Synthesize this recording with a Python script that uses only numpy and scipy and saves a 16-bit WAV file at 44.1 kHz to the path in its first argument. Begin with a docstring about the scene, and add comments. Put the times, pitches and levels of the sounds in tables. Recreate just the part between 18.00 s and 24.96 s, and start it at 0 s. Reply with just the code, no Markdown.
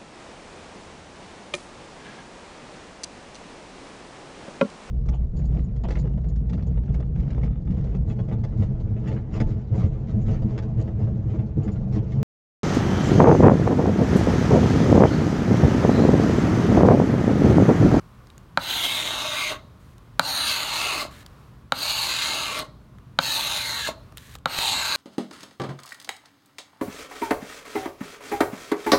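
"""A two-handled steel blade pulled along an old wooden handle: five strokes, close to one microphone.
Each stroke lands with a knock, then tears fibres: a dense crackle that rings the wood and the blade.
The first four run off the handle's end with a judder. Between strokes the blade ticks and skims over
the wood, and splinters snap. Behind it all is the workshop: a short room tail and a quiet machine hum."""
import sys
import numpy as np
from scipy import signal
from scipy.fft import rfft, irfft
from scipy.io import wavfile
from scipy.ndimage import uniform_filter1d

SR = 44100
rng = np.random.default_rng(int(sys.argv[2]) if len(sys.argv) > 2 else 0)


def store_pcm(level_fs):
    """Save levels as 16-bit WAV."""
    pcm = np.round(np.clip(level_fs, -1, 1) * 32767).astype(np.int16)
    wavfile.write(sys.argv[1], SR, np.atleast_2d(pcm).T)


N = 306936

# colour of the workshop's room tone: freq_hz, density_db
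ROOM_TONE = [(12, -56.5), (27, -31), (44, 2), (130, -2), (200, -6.5), (330, -17), (560, -26), (800, -30.5),
             (1150, -26), (1500, -33.5), (2100, -38.5), (3900, -43), (7000, -50), (16000, -54)]
# drift of the air noise above the rumble: time_s, gain_db
AIR_DRIFT = [(0, 10.5), (.5, 8.5), (1.9, 8), (3.4, 11.5), (3.7, 5.5), (4.95, 6), (6.1, 10), (6.96, -7)]
# a machine in the background: pitch_hz, level_db
MACHINE_HUM = [(64.6, -61.5), (119.5, -55), (457, -82), (1061, -78), (1152, -87), (1453, -77)]
# light touches of the blade and snapping splinters: start_s, level_db, body_db, bright_hz
TICKS = [(0.271, -47, -14, 5000), (.3018, -44.5, -12, 3620), (.3796, -41, -8, 7840),
         (1.9815, -45.5, -14, 7000), (3.263, -33.5, -21, 4970), (4.591, -23, -1, 12000),
         (4.985, -47.5, 6, 1770), (6.123, -43.5, 8, 1500), (6.1726, -27.5, -17, 12330),
         (6.1808, -33, -18, 4000), (6.353, -27.5, 0, 4000), (6.386, -45, -13, 8000),
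         (6.5879, -13.5, -15, 2170)]
# colour of a light touch on the wood: freq_hz, density_db
TOUCH_COLOUR = [(200, 1), (900, -16), (1700, 3.5), (2400, -3.5), (3900, -2.5), (5200, -10.5), (7000, -8),
                (10500, -12.5), (12500, -12.5), (16000, -17)]
# decay of the room: freq_hz, t60_s
ROOM_DECAY = [(100, 0.86), (600, 0.73), (2000, 0.14), (4200, 0.54), (9000, 0.2), (16000, 0.06)]
# what the walls give back: freq_hz, gain_db
WALL_COLOUR = [(100, 6.5), (350, 2), (600, -0.5), (1500, 3.5), (4000, -5), (7000, -4), (16000, -8)]
# the blade lands: start_s, force_db, blade_db, hardness_db_per_octave, pitch_ratio
KNOCKS = [(0.5736, 0.5, -3.5, -1.5, 1.027), (2.1946, 1.5, 1.5, 5, 1.012), (3.7211, -1.5, 1, 0, 0.98),
          (5.1883, 0.5, 4, -4, 1.0), (6.4571, -3, -0.5, 0, 0.97)]
# modes of the struck wood: pitch_hz, level_db, t60_s
WOOD_MODES = [(162, -28, 0.073), (264, -30, 0.091), (544, -18.5, 0.048), (700, -8.5, 0.0095),
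              (909, -12.5, 0.027), (1137, -16, 0.032), (1345, -2.5, 0.011), (1512, -3, 0.0095),
              (2360, -18, 0.01)]
# modes of the struck blade: pitch_hz, level_db, t60_s
BLADE_MODES = [(3120, -17, 0.011), (3890, -9.5, 0.0098), (4400, -9.5, 0.0037), (6960, -23.5, 0.0063),
               (8520, -30.5, 0.0096), (10900, -26, 0.0023), (12200, -30, 0.0023), (14930, -30, 0.0027)]
# what the bench throws back: freq_hz, gain_db
BENCH_COLOUR = [(100, 1), (500, -2.5), (1000, 7.5), (1500, -1), (2100, 8.5), (4000, -6.5), (16000, -3)]
# the pull after each landing: length_s, run_up_s, release_db_per_s, wood_db, blade_db, fizz_db,
# fade_db, ring_hz, ring_width_hz, upper_ring_ratio, shaving_end_hz, shaving_end_db
STROKES = [(0.95, 0.17, 385, -34, -22.5, -31.5, -10, 3790, 840, 0.53, 2500, 5),
           (.822, 0.097, 328, -33.5, -24, -31.5, -5.5, 4140, 900, 0.87, 2700, 5.5),
           (.879, 0.14, 374, -34.5, -22, -30, -10, 4100, 970, 0.69, 2680, 6),
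           (.7, 0.042, 494, -35.5, -24.5, -31.5, -7.5, 4020, 880, 0.65, 1800, 10.5),
           (.8, 0.2, 380, -31, -22, -29.5, -7.5, 4080, 700, 0.56, 2300, 8)]
# bare colour of tearing fibres: freq_hz, density_db
TEAR_COLOUR = [(60, -36.5), (270, -13), (370, -16.5), (490, -18), (700, -13.5), (1300, -12), (1900, -13),
               (3200, -11), (4550, -12), (5300, -15.5), (8000, -14.5), (10500, -20), (14000, -25),
               (16000, -25)]
# resonances of the scraped wood along the handle: pitch_hz, width_hz, start_lift_db, end_lift_db
WOOD_RESONANCES = [(610, 45, 3.5, 15.5), (812, 66, 9, -2), (917, 64, 12, 7), (1136, 100, 2.5, 13),
                   (1370, 120, 1.5, 8), (1566, 110, 5.5, 3.5), (2118, 89, 3.5, 12.5), (2705, 670, 4, 8.5)]
# the blade's gliding upper rings: start_hz, end_hz, width_hz, lift_db, nearest_lift_db
BLADE_RESONANCES = [(5600, 6200, 310, 9.5, -2), (6440, 6750, 650, 10.5, 0.5), (8700, 9320, 1300, 4, 5),
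                    (12050, 12400, 1800, 4, 10), (14200, 17000, 2400, -4.5, 8)]
# the edge catches the grain and one ring stands out: centre_s, half_length_s, pitch_hz, width_hz, lift_db
CATCHES = [(0.825, 0.33, 3240, 800, 6), (.87, 0.19, 2150, 200, 8), (1.285, 0.043, 640, 110, 19),
           (1.45, 0.053, 2190, 450, 9.5), (2.366, 0.14, 1650, 364, 4), (2.397, 0.11, 9250, 900, 9),
           (2.91, 0.19, 1120, 450, 6.5), (5.29, 0.066, 1770, 160, 17), (5.832, 0.031, 1700, 170, 15),
           (6.72, 0.13, 864, 230, 10.5), (6.76, 0.097, 7730, 1500, 12.5), (6.813, .07, 11200, 1300, 8),
           (6.935, 0.12, 1610, 151, 14.5)]
# the edge digs deeper (+) or rides over smooth grain (-): centre_s, half_length_s, gain_db
BITES = [(0.7, 0.013, 2), (0.805, 0.1, 2), (1.16, 0.045, -2), (1.432, 0.075, 3.5), (2.5, 0.06, 4),
         (2.63, 0.14, -3), (2.818, 0.06, 2.5), (3.91, .015, 3), (4.323, 0.063, 2.5), (5.35, 0.016, 1),
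         (5.872, 0.017, 2), (6.591, 0.016, 2), (6.678, 0.058, 4)]
# how wood, blade and fizz follow a stroke: speed_power, fade_ratio, end_db, bite_ratio, release_ratio
BAND_RESPONSE = [(.6, .15, 2.5, 0.42, 0.77), (1.05, 1, -1, 1, 1.09), (1.05, 0.84, -2, 0.88, 1.1)]
# the edge runs off the handle's end: centre_s, level_db, half_length_s
RUN_OFFS = [(1.521, -32, 0.034), (3.038, -37, 0.049), (4.602, -37, 0.048), (5.9, -33, 0.022)]
# low modes shaken by that judder: pitch_hz, width_hz, level_db
JUDDER_MODES = [(277, 160, 0.5), (442, 18, -1), (625, 86, 12), (890, 140, -3), (1084, 30, 14)]
# the blade skims back: start_s, length_s, level_db, swell_db_per_s, brightness_db_per_octave
SKIMS = [(1.79, .16, -68, 6, 1.5), (3.1, .14, -50.5, -11, -1), (6.163, 0.208, -54, 18, 0.6)]


def amp(db):
    """Decibels to gain."""
    return 10 ** (np.asarray(db) / 20)


def unit(x):
    """Scales to rms 1."""
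    return x / np.sqrt(np.mean(x ** 2) + 1e-20)


def read(points, hz):
    """Reads a table on a log-frequency axis."""
    f, value = np.transpose(points)
    return np.interp(np.log(hz + 1), np.log(f + 1), value)


def add(mix, start_s, sound):
    """Mixes a sound in at start_s."""
    part = mix[max(round(start_s * SR), 0):][:len(sound)]
    part += sound[:len(part)]


def colour(x, points):
    """Filters by a table of freq_hz, gain_db."""
    return irfft(rfft(x) * amp(read(points, np.fft.rfftfreq(len(x), 1 / SR))), len(x))


def wander(size, hz):
    """Random motion of rms 1, mostly slower than hz."""
    f = np.fft.rfftfreq(size, 1 / SR)
    return unit(irfft(rfft(rng.standard_normal(size)) * (f > 0) / (1 + (f / hz) ** 2), size))


def hump(hz, centre_hz, width_hz):
    """The shape of a resonance, 1 at its centre."""
    return 1 / (1 + (2 * (hz - centre_hz) / width_hz) ** 2)


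def bell(hz, centre_hz, width_hz):
    """A steep-sided peak, 1 at its centre and one half at the edges of its width."""
    return .5 ** ((2 * (hz - centre_hz) / width_hz) ** 2)


def swell(t, centre_s, half_length_s):
    """A smooth rise and fall in time, 1 at centre_s."""
    return np.exp(-((t - centre_s) / half_length_s) ** 2)


def room_tone(noise_db=-49, rumble_hz=500, waver_hz=4):
    """The workshop behind the bench: low rumble, drifting air noise and a machine's wavering hum."""
    noise = amp(noise_db) * unit(colour(rng.standard_normal(N), ROOM_TONE))
    rumble = signal.sosfiltfilt(signal.butter(2, rumble_hz, fs=SR, output="sos"), noise)
    air = (noise - rumble) * amp(np.interp(np.arange(N) / SR, *np.transpose(AIR_DRIFT)))
    hum = np.zeros(N)
    for hz, db in MACHINE_HUM:
        pitch_hz = hz + waver_hz * wander(N, hz=5.05)
        hum += amp(db) * unit(np.sin(2 * np.pi * np.cumsum(pitch_hz) / SR))
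    return rumble + air + hum


def ring(modes, pitch_ratio):
    """Dying modes; neighbours start in opposite directions, so the blow takes a moment to build."""
    t = np.arange(SR // 8) / SR
    return sum((-1) ** k * amp(db - 60 * t / t60_s) * np.sin(2 * np.pi * hz * pitch_ratio * t)
               for k, (hz, db, t60_s) in enumerate(modes))


def tick(start_s, level_db, body_db, bright_hz, t60_s=0.01):
    """A light touch or a snapping splinter: a brief crack with some of the wood's ring."""
    t = np.arange(SR // 8) / SR
    tone = [(hz, db + 10 * hump(hz, bright_hz, .5 * bright_hz)) for hz, db in TOUCH_COLOUR]
    crack = unit(colour(rng.standard_normal(len(t)), tone)) * amp(-60 * t / t60_s)
    body = amp(body_db) * ring(WOOD_MODES, pitch_ratio=0.87)
    return start_s, amp(level_db) * (crack + body)


def room_tail(direct, gap_s=.008):
    """The walls return a diffuse tail to the microphone, each band dying at its own speed."""
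    taps = rng.standard_normal(SR // 2) * (np.arange(SR // 2) > gap_s * SR)
    hz, t, spectrum = signal.stft(taps, SR, nperseg=256)
    decay = amp(-60 * t / read(ROOM_DECAY, hz)[:, None])
    tail = signal.istft(spectrum * decay, SR, nperseg=256)[1]
    return colour(signal.fftconvolve(direct, tail / np.linalg.norm(tail))[:N], WALL_COLOUR)


def knock(start_s, force_db, blade_db, hardness, pitch_ratio, scatter_db=-14, scatter_t60_s=0.06):
    """The edge hits the wood and both ring; the bench and things nearby scatter the blow."""
    blow = ring(WOOD_MODES, pitch_ratio)
    steel = [(hz, db + blade_db + hardness * np.log2(hz / 4000), t60_s) for hz, db, t60_s in BLADE_MODES]
    add(blow, start_s=.0005, sound=ring(steel, pitch_ratio))
    t = np.arange(len(blow)) / SR
    scatter = rng.standard_normal(len(t)) * amp(-60 * t / scatter_t60_s) * (t > .003)
    bench = colour(scatter / np.linalg.norm(scatter), BENCH_COLOUR)
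    echoes = signal.fftconvolve(blow, bench)[:len(t)]
    return start_s, amp(force_db) * (blow + amp(scatter_db) * echoes)


def fibres(size, per_s, spread_db):
    """A train of tiny fractures, many small and a few large."""
    strengths = amp(spread_db * np.minimum(rng.exponential(1, size), 4))
    return unit(strengths * rng.standard_normal(size) * (rng.random(size) < per_s / SR))


def resonances(hz, age_s, ring_hz, ring_width_hz, upper_ring_ratio,
               ring_db=13.5, ring_fade_db=-3, sag_hz=160, ripple_db=1.2):
    """Colour in dB of the scraped wood and the blade, shifting as the edge travels."""
    travel = np.clip(age_s / 0.84, 0, 1)  # share of the handle covered
    glide = np.clip(age_s / 0.29, 0, 1)  # the blade's rings settle as the stroke gets under way
    nearness = swell(age_s, centre_s=0.13, half_length_s=.27)  # the blade passes the microphone
    shape_db = read(TEAR_COLOUR, hz)
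    for pitch_hz, width_hz, start_db, end_db in WOOD_RESONANCES:
        shape_db = shape_db + (start_db + (end_db - start_db) * travel) * hump(hz, pitch_hz, width_hz)
    for start_hz, end_hz, width_hz, lift_db, nearest_db in BLADE_RESONANCES:
        peak = bell(hz, start_hz + (end_hz - start_hz) * glide, width_hz)
        shape_db += (upper_ring_ratio * lift_db + nearest_db * nearness) * peak
    main_ring = bell(hz, ring_hz + sag_hz * (1 - glide), ring_width_hz)
    shape_db += (ring_db + ring_fade_db * travel) * main_ring
    # a near reflection lags more as the blade moves away: ripples slide down the spectrum
    lag_s = np.interp(travel, [0, 1], [.0014, .0026])
    return shape_db + ripple_db * np.cos(2 * np.pi * hz * lag_s)


def shaving(hz, age_s, length_s, end_hz, end_db, start_hz=3010, plunge_s=0.015):
    """Lift in dB of the shaving: it rings lower and louder as it grows, and plunges as it tears free."""
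    grown = np.clip(age_s / length_s, 0, 1) ** 0.87
    freed = np.exp(np.minimum((age_s - length_s) / plunge_s, 1))
    held_hz = start_hz + (end_hz - start_hz) * grown
    return end_db * grown ** 2 * bell(hz, held_hz * np.exp(-0.76 * freed), width_hz=0.2 * held_hz)


def catches(hz, time_s):
    """Lift in dB of the rings that stand out where the edge catches."""
    return sum(lift_db * swell(time_s, centre_s, half_s) * bell(hz, pitch_hz, width_hz)
               for centre_s, half_s, pitch_hz, width_hz, lift_db in CATCHES)


def grain(shape, bins):
    """Uneven grain favours now one resonance, now another: a smooth random field of rms 1."""
    across_pitch = uniform_filter1d(rng.standard_normal(shape), size=bins, axis=0)
    return unit(uniform_filter1d(across_pitch, size=12, axis=1))


def stroke(landing_s, length_s, run_up_s, release_db_per_s, wood_db, blade_db, fizz_db, fade_db,
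           ring_hz, ring_width_hz, upper_ring_ratio, shaving_end_hz, shaving_end_db,
           bounce_s=.008, chatter_db=0.5, grip_db=0.6, fine_grain_db=2.08, broad_grain_db=2.0):
    """The edge bounces, sinks in and gathers speed, gripping and slipping; torn fibres ring the work."""
    t = np.arange(bounce_s, length_s + .2, 1 / SR)
    tearing = fibres(len(t), per_s=14000, spread_db=0.37) * amp(chatter_db * wander(len(t), hz=130))
    hz, frame_s, spectrum = signal.stft(tearing, SR, nperseg=2048, noverlap=1536)
    hz, age_s = hz[:, None], frame_s + bounce_s
    shape_db = resonances(hz, age_s, ring_hz, ring_width_hz, upper_ring_ratio)
    shape_db += shaving(hz, age_s, length_s, shaving_end_hz, shaving_end_db)
    shape_db += catches(hz, landing_s + age_s)
    shape_db += fine_grain_db * grain(spectrum.shape, bins=6)
    shape_db += broad_grain_db * grain(spectrum.shape, bins=36)
    # three bands, each with its own envelope: wood low, blade in the middle, fibre fizz on top
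    above_wood, above_blade = (1 / (1 + (split_hz / (hz + 1)) ** 24) for split_hz in (2300, 5200))
    bands = (1 - above_wood, wood_db), (above_wood - above_blade, blade_db), (above_blade, fizz_db)
    speed = 1 - np.exp((bounce_s - t) / run_up_s)
    travel = np.minimum(t / length_s, 1)
    release_db = release_db_per_s * np.maximum(t - length_s, 0)
    bite_db = sum(db * swell(landing_s + t, centre_s, half_s) for centre_s, half_s, db in BITES)
    scrape = np.zeros(len(t))
    for (band, level_db), response in zip(bands, BAND_RESPONSE):
        speed_power, fade_ratio, end_db, bite_ratio, release_ratio = response
        gain = band * amp(shape_db)
        gain /= np.linalg.norm(gain, axis=0)  # the colour moves while the power holds
        crackle = signal.istft(spectrum * gain, SR, nperseg=2048, noverlap=1536)[1][:len(t)]
        envelope_db = level_db + (fade_ratio * fade_db + end_db) * travel
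        envelope_db += bite_ratio * bite_db - release_ratio * release_db
        scrape += unit(crackle) * speed ** speed_power * amp(envelope_db)
    return landing_s + bounce_s, scrape * amp(grip_db * wander(len(t), hz=24))


def run_off(centre_s, level_db, half_length_s):
    """At the handle's end a swell of coarse slips shakes its low modes."""
    t = np.arange(-SR // 8, SR // 8) / SR
    hz = np.fft.rfftfreq(len(t), 1 / SR)
    body = sum(amp(db) * hump(hz, pitch_hz, width_hz) for pitch_hz, width_hz, db in JUDDER_MODES)
    slips = fibres(len(t), per_s=1900, spread_db=6.0)
    judder = unit(irfft(rfft(slips) * body, len(t)))
    return centre_s + t[0], amp(level_db) * judder * swell(t, 0, half_length_s)


def skim(start_s, length_s, level_db, swell_db_per_s, brightness, fade_s=.012):
    """Barely pressed on its way back, the edge catches only loose fibres."""
    t = np.arange(0, length_s, 1 / SR)
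    touch = np.minimum(np.minimum(t, length_s - t) / fade_s, 1)
    tone = [(hz, db + brightness * np.log2(hz / 4000)) for hz, db in TOUCH_COLOUR]
    loose = fibres(len(t), per_s=9000, spread_db=1)
    return start_s, unit(colour(loose, tone)) * touch * amp(level_db + swell_db_per_s * t)


def scene(tail_db=-20.0):
    """The work at the bench, close up and in mono, with the workshop well behind it."""
    work = np.zeros(N)
    for (landing_s, *_), pull in zip(KNOCKS, STROKES):
        add(work, *stroke(landing_s, *pull))
    for source, table in (knock, KNOCKS), (run_off, RUN_OFFS), (tick, TICKS), (skim, SKIMS):
        for row in table:
            add(work, *source(*row))
    return (work + amp(tail_db) * room_tail(work) + room_tone())[None]


def record(dry):
    """The microphone feed, limited to full scale and cut off above 16.1 kHz."""
    low_pass = signal.firwin(511, 16100, window=("kaiser", 9), fs=SR)
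    return signal.oaconvolve(np.clip(dry, -1, 1), low_pass[None], "same")


dry = scene()
out = record(dry)
store_pcm(out)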